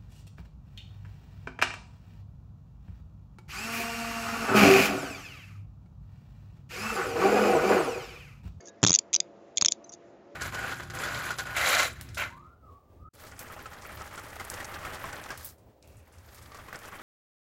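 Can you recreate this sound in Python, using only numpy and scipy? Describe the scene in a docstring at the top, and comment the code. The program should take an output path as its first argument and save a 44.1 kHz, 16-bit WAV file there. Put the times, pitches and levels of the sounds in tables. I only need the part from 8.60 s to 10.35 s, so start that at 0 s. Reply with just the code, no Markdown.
"""Handcuff ratchet clicks.

Steel handcuffs on moving wrists above a wooden table outdoors, close to a small microphone.
Pawl clicks: slide, snap and chatter noise rings steel modes; a low crack and table modes add the knock.
Hinge: sparse ticks through the same modes, plus lone decaying sine pings. Steel gets a short noise echo.
Background: flickering noise bands for outdoor air, wavering sine tones for a distant machine hum.
"""
import sys
import numpy as np
from scipy import signal
from scipy.io import wavfile
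from scipy.ndimage import uniform_filter1d

SR = 44100
rng = np.random.default_rng(int(sys.argv[2]) if len(sys.argv) > 2 else 0)


def master(y):
    """Save y as 16-bit WAV."""
    cut = np.clip(np.atleast_2d(y).T, -1, 1)
    pcm = np.round(cut * 32767)  # scale
    wavfile.write(sys.argv[1], SR, pcm.astype(np.int16))


N = 77175

# ratchet clicks: strike_s, treble_db, mid_db, crack_db, knock_db, brightest_hz, chatter_s
CLICKS = [(0.23, -20, -28, -29, -23.0, 5720, 0.0048), (0.2378, -16.5, -32, -22.5, -17.5, 6000, 0.0039),
          (0.2479, -21.5, -23.5, -26.0, -24, 6200.0, 0.0054),
          (0.265, -18, -23.5, -34.5, -32.0, 6520.0, 0.0063),
          (0.2732, -17, -28.5, -41, -32.0, 6480.0, 0.0055), (0.2826, -21.5, -27, -46, -36.5, 6100, 0.0049),
          (0.2945, -19.5, -29.5, -36, -31.5, 6250.0, 0.0054), (0.305, -17.5, -37, -34.5, -27, 5870, 0.0047),
          (0.3179, -23, -31.5, -44.5, -40, 6180, 0.0048), (0.3295, -18.5, -30, -45, -51.5, 6770, 0.0058),
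          (0.3398, -15, -29.5, -52, -56, 6450.0, 0.0052), (0.3494, -13, -37.5, -61, -54.5, 6460.0, 0.0064),
          (0.3582, -17.5, -32.5, -57.5, -62.5, 6360.0, 0.0061),
          (0.388, -17.5, -30.5, -57.5, -55, 6570, 0.0063),
          (0.5304, -26.5, -36.5, -60.5, -63, 6210.0, 0.0054), (0.537, -21, -34, -51.5, -67, 6370.0, 0.0054),
          (0.5424, -17.5, -33.5, -50, -70, 6240.0, 0.0042),
          (0.5495, -18.5, -30.5, -46.5, -68, 6130.0, 0.0068),
          (0.5616, -18.5, -33, -47.5, -55, 6060, 0.0056), (0.6026, -19.5, -29.5, -60, -54, 6250.0, 0.0044),
          (0.9724, -21, -27.5, -68, -54, 6370.0, 0.0057), (0.9808, -21, -28, -52.5, -54.5, 6140.0, 0.0047),
          (1.0115, -20, -27.5, -42, -47.5, 6080, 0.0062), (1.0222, -17.5, -28, -32, -36.5, 7030, 0.0075),
          (1.048, -20, -24, -37.5, -50, 6360, 0.0089), (1.0592, -15, -26.5, -41.5, -43.5, 6600, 0.0054),
          (1.0836, -19, -24.5, -46.5, -61.5, 6660, 0.0054), (1.1206, -20, -30, -53.5, -50, 6600, 0.0067)]
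# faint hinge rustles: start_s, length_s, level_db, brightest_hz
RUSTLES = [(.005, 0.0086, -53.5, 6300), (0.022, 0.054, -67.5, 6240), (0.055, .005, -47.5, 6300),
           (0.062, 0.011, -55.5, 6200), (0.072, 0.0066, -45.5, 6200), (.083, 0.0035, -43, 6300),
           (.088, 0.0098, -51.5, 6500), (0.217, 0.004, -54.5, 5960), (0.959, 0.017, -57, 5030),
           (1.106, .008, -52, 6530), (1.111, .004, -37, 6740), (1.115, 0.0017, -30.5, 6450),
           (1.123, 0.011, -42, 6330), (1.241, 0.0037, -56.5, 6070), (1.26, 0.032, -68, 6050),
           (1.295, .004, -53, 6000), (1.32, .008, -46, 6900), (1.328, 0.0074, -47, 6700),
           (1.335, .005, -41.5, 6400), (1.343, .010, -53.5, 6440)]
# cuff modes before scatter and grip: pitch_hz, relative_db, t60_s
CUFF_MODES = [(2080, -23.5, .008), (2600, -13.5, 0.0027), (3025, -13, 0.0039), (3390, -10.5, .006),
              (3750, -11, 0.0087), (4210, -11, 0.0026), (4880, -9.5, 0.0085), (5360, -8.5, 0.0058),
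              (5914, -4, 0.0092), (6100, -6, 0.0069), (6530, -0.5, 0.01), (6747, 0, 0.0044),
              (6984, -1, 0.021), (7403, -1, 0.0026)]
# table top modes: pitch_hz, relative_db, t60_s
TABLE_MODES = [(115, -1.5, .04), (172, 2.5, 0.041), (280.4, 0, 0.031), (383, -10.5, 0.036),
               (560, 0.5, 0.0092), (750, -3, .01), (950, -13, .008)]
# lone hinge pings: start_s, pitch_hz, level_db (before fade-in), t60_s
PINGS = [(.004, 1760, -50.5, 0.046), (.004, 2180, -61.5, 0.21), (.006, 4630, -58, 0.084),
         (.075, 1670, -55, 0.29), (.088, 3790, -51, 0.051), (1.244, 6170, -37, 0.024),
         (1.244, 4200, -52, .015), (1.253, 3970, -65, .1), (1.293, 5730, -43, 0.048),
         (1.293, 6270, -35, 0.02), (1.334, 4900, -46, .04)]
# outdoor noise spectrum: pitch_hz, relative_db (per Hz)
AIR = [(30, -29.5), (60, -18.5), (100, -9), (200, -10), (350, -1.5), (650, -7), (900, -14.5), (2000, -22.5),
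       (4500, -38.5), (6800, -25.5), (9000, -55)]
# machine hum tones: pitch_hz, drift_hz (rms), level_db (rms)
HUM = [(344.7, 3, -63), (568.7, 11, -62.5), (679, 4, -62.5), (205.3, 12, -70)]

# pawl slides off the tooth and strikes
LEAD_S, SLIDE_S, SNAP_S, SNAP_FALL_S = 0.002, 0.0006, 0.00046, 0.0004
SLIDE_DB, STRIKE_DB, EDGE_DB = -14.5, 13.5, -19  # edge: unringing, re treble
# pawl chatters until it seats
CHATTER_DB, CHATTER_FALL_DB, CHATTER_PATCHY_DB, MID_CHATTER_DB = -7.5, 14.5, 4, -18
SEAT_S = 0.0008
# steel ring
SPLIT_HZ, STEEL_LOW_HZ = 4500, 1820  # mid/treble split; the steel carries little below this
BRIGHT_DB, BRIGHT_WIDTH_HZ = 5.5, 460
MODE_SCATTER_DB, MODE_JITTER_RATIO, GRIP_T60_S = 1.5, 0.025, 0.0065
# table crack and knock
CRACK_HZ, CRACK_WIDTH_HZ, KNOCK_PUSH_S = 1200, 680, 0.0004
# durations over which burst levels hold
CLICK_LEVEL_S, KNOCK_LEVEL_S = 0.0057, 0.008
# hinge
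RUSTLE_TICKS_PER_S, RUSTLE_SCATTER_DB, RUSTLE_MID_DB = 2200, 3, -7
# short echoes from table and railing
TAIL_DB, TAIL_T60_S = -28, 0.12
TAIL_MID_HZ, TAIL_MID_WIDTH_HZ, TAIL_MID_DB = 2400, 1500, 23.5
# background
AIR_DB, AIR_FLICKER_DB, HUM_WAVER_DB = -56, 2, 3.5
# recording chain
BASS_CUT_HZ, ROLL_HZ, LEAK_DB, TOP_HZ = 60, 7286, -27, 8500


def undb(db):
    """Decibels to amplitude ratio."""
    return 10 ** (np.asarray(db) / 20)


def level(x, db):
    """Scale x to an rms level in dB."""
    return x * undb(db) / np.sqrt(np.mean(x ** 2))


def burst(x, db, length_s):
    """Scale x so that its energy spread over length_s has rms level db."""
    return x * undb(db) * np.sqrt(length_s * SR / np.sum(x ** 2))


def band(x, hz, width_hz):
    """Resonant band-pass."""
    return signal.lfilter(*signal.iirpeak(hz, hz / width_hz, fs=SR), x)


def two_pass_band(x, hz, width_hz):
    """Same resonance twice in series, for steeper skirts."""
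    return band(band(x, hz, width_hz), hz, width_hz)


def slow_noise(shape, window):
    """Twice-smoothed noise at unit rms."""
    x = rng.standard_normal(shape)
    return level(uniform_filter1d(uniform_filter1d(x, window), window), 0)


def add(out, start_s, x):
    """Mix x into out at start_s."""
    i = int(start_s * SR)
    out[i:i + len(x)] += x[:N - i]


def ring(modes, extra_db, phase=0.):
    """Impulse responses of exponentially decaying sine modes, one row each."""
    hz, db, t60_s = np.array(modes, float).T[:, :, None]
    t = np.arange(4096) / SR
    gain = undb(db + np.reshape(extra_db, (-1, 1)))
    decay = np.exp(-np.log(1000) * t / t60_s)
    return gain * decay * np.sin(2 * np.pi * hz * t + phase)


def cuff_ring(bright_hz):
    """Mid and treble steel responses: boosted near bright_hz, damped by grip, scattered per call."""
    modes = np.array(CUFF_MODES, float)
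    count = len(modes)
    hz = modes[:, 0].copy()
    boost_db = BRIGHT_DB * np.exp(-((hz - bright_hz) / BRIGHT_WIDTH_HZ) ** 2)
    modes[:, 0] *= 1 + MODE_JITTER_RATIO * rng.standard_normal(count)
    modes[:, 2] = np.minimum(modes[:, 2], GRIP_T60_S)
    rows = ring(modes, boost_db + MODE_SCATTER_DB * rng.standard_normal(count))
    rows *= (-1.) ** np.arange(count)[:, None]  # alternate polarity
    return rows[hz < SPLIT_HZ].sum(axis=0), rows[hz >= SPLIT_HZ].sum(axis=0)


def chatter_envelope(t, length_s):
    """Pawl bounce after the strike: falling, patchy gain until length_s."""
    patches = level(uniform_filter1d(rng.standard_normal(len(t)), 40), 0)
    gain_db = CHATTER_DB - CHATTER_FALL_DB * t / length_s + CHATTER_PATCHY_DB * patches
    return (t > 0) * (t < length_s) * undb(gain_db)


def table_knock(t):
    """A short smooth push drives the table top modes."""
    push = np.exp(-(t / KNOCK_PUSH_S - 1) ** 2)
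    table = ring(TABLE_MODES, np.zeros(len(TABLE_MODES)), np.pi / 2).sum(axis=0)
    return signal.fftconvolve(push, table)


def clicks():
    """Slide, snap and chatter ring the steel at each tooth; crack and knock go into the table."""
    steel, wood = np.zeros(N), np.zeros(N)
    t = np.arange(640) / SR - LEAD_S  # zero at the strike
    knock = table_knock(t)
    rise = np.minimum(t, 0) / SLIDE_S
    fall = np.maximum(t - SNAP_S, 0) / SNAP_FALL_S
    snap = np.exp(rise - fall) * undb(SLIDE_DB * (t < 0))
    for strike_s, treble_db, mid_db, crack_db, knock_db, bright_hz, chatter_s in CLICKS:
        start_s = strike_s - LEAD_S
        noise = rng.standard_normal(640)
        noise[int(LEAD_S * SR)] = undb(STRIKE_DB)
        chatter = chatter_envelope(t, chatter_s)
        seat = np.exp(-np.maximum(t - chatter_s, 0) / SEAT_S)  # seated pawl stills the ring
        mid_ring, treble_ring = cuff_ring(bright_hz)

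        treble = signal.fftconvolve((snap + chatter) * noise, treble_ring)[:640] * seat
        mid_drive = (snap + undb(MID_CHATTER_DB) * chatter) * noise
        mid = signal.fftconvolve(mid_drive, mid_ring)[:640] * seat
        edge = np.diff(snap * noise)
        crack = two_pass_band(snap * noise, CRACK_HZ, CRACK_WIDTH_HZ)

        add(steel, start_s, burst(treble, treble_db, CLICK_LEVEL_S))
        add(steel, start_s, burst(mid, mid_db, CLICK_LEVEL_S))
        add(steel, start_s, burst(edge, treble_db + EDGE_DB, CLICK_LEVEL_S))
        add(wood, start_s, burst(crack, crack_db, CLICK_LEVEL_S))
        add(wood, start_s, burst(knock, knock_db, KNOCK_LEVEL_S))
    high_pass = signal.butter(6, STEEL_LOW_HZ, "high", fs=SR, output="sos")
    return signal.sosfilt(high_pass, steel), wood


def rustles():
    """Tiny random ticks of sliding steel ring the cuff modes."""
    out = np.zeros(N)
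    for start_s, length_s, level_db, bright_hz in RUSTLES:
        chance, size = rng.random((2, 2048))
        ticks = (chance < RUSTLE_TICKS_PER_S / SR) * undb(-RUSTLE_SCATTER_DB * np.log(size + 1e-9))
        ticks[0] = 1  # at least one tick
        ticks *= np.exp(-(np.arange(2048) / (length_s * SR)) ** 3)
        mid_ring, treble_ring = cuff_ring(bright_hz)
        rustle = signal.fftconvolve(ticks, treble_ring + undb(RUSTLE_MID_DB) * mid_ring)
        add(out, start_s, burst(rustle, level_db, length_s))
    return out


def pings():
    """Single decaying hinge modes with a short linear fade-in."""
    out = np.zeros(N)
    fade_in = np.minimum(np.arange(4096) / 60, 1)
    for start_s, hz, level_db, t60_s in PINGS:
        add(out, start_s, ring([(hz, level_db, t60_s)], 0)[0] * fade_in)
    return out


def short_echo(steel):
    """Steel convolved with decaying noise that is stronger in the middle."""
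    t = np.arange(8192) / SR
    noise = rng.standard_normal(8192)
    noise = noise + undb(TAIL_MID_DB) * band(noise, TAIL_MID_HZ, TAIL_MID_WIDTH_HZ)
    echo = noise * np.exp(-np.log(1000) * t / TAIL_T60_S)
    echo /= np.sqrt(np.sum(echo ** 2))
    return undb(TAIL_DB) * signal.fftconvolve(steel, echo)[:N]


def machine_hum():
    """Sine tones wavering slowly in pitch and level."""
    out = np.zeros(N)
    for hz, drift_hz, level_db in HUM:
        waver, drift = slow_noise((2, N), 2000)
        tone = np.sin(2 * np.pi * np.cumsum(hz + drift_hz * drift) / SR)
        out += level(undb(HUM_WAVER_DB * waver) * tone, level_db)
    return out


def outdoor_air():
    """Noise bands at half-octave spacing, each flickering in level."""
    out = np.zeros(N)
    air_hz, air_db = np.array(AIR).T
    for hz in 40 * 2 ** np.arange(0, 8, .5):
        noise = two_pass_band(rng.standard_normal(N), hz, hz / 2)
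        band_db = np.interp(np.log(hz), np.log(air_hz), air_db)
        out += noise * undb(band_db + AIR_FLICKER_DB * slow_noise(N, 3000))
    return level(out, AIR_DB)


def scene():
    """Cuffs, their short echo, table and background."""
    steel, wood = clicks()
    steel = steel + rustles() + pings()
    mix = steel + wood + short_echo(steel) + machine_hum() + outdoor_air()
    return mix[None]


def record(dry):
    """Deep bass is cut; the treble rolls off sharply, only a trace passing above."""
    dry = signal.sosfilt(signal.butter(2, BASS_CUT_HZ, "high", fs=SR, output="sos"), dry)
    soft = signal.sosfiltfilt(signal.butter(20, ROLL_HZ, fs=SR, output="sos"), dry)
    leaky = soft + undb(LEAK_DB) * dry
    return signal.sosfilt(signal.butter(2, TOP_HZ, fs=SR, output="sos"), leaky)


dry = scene()
out = record(dry)
master(out)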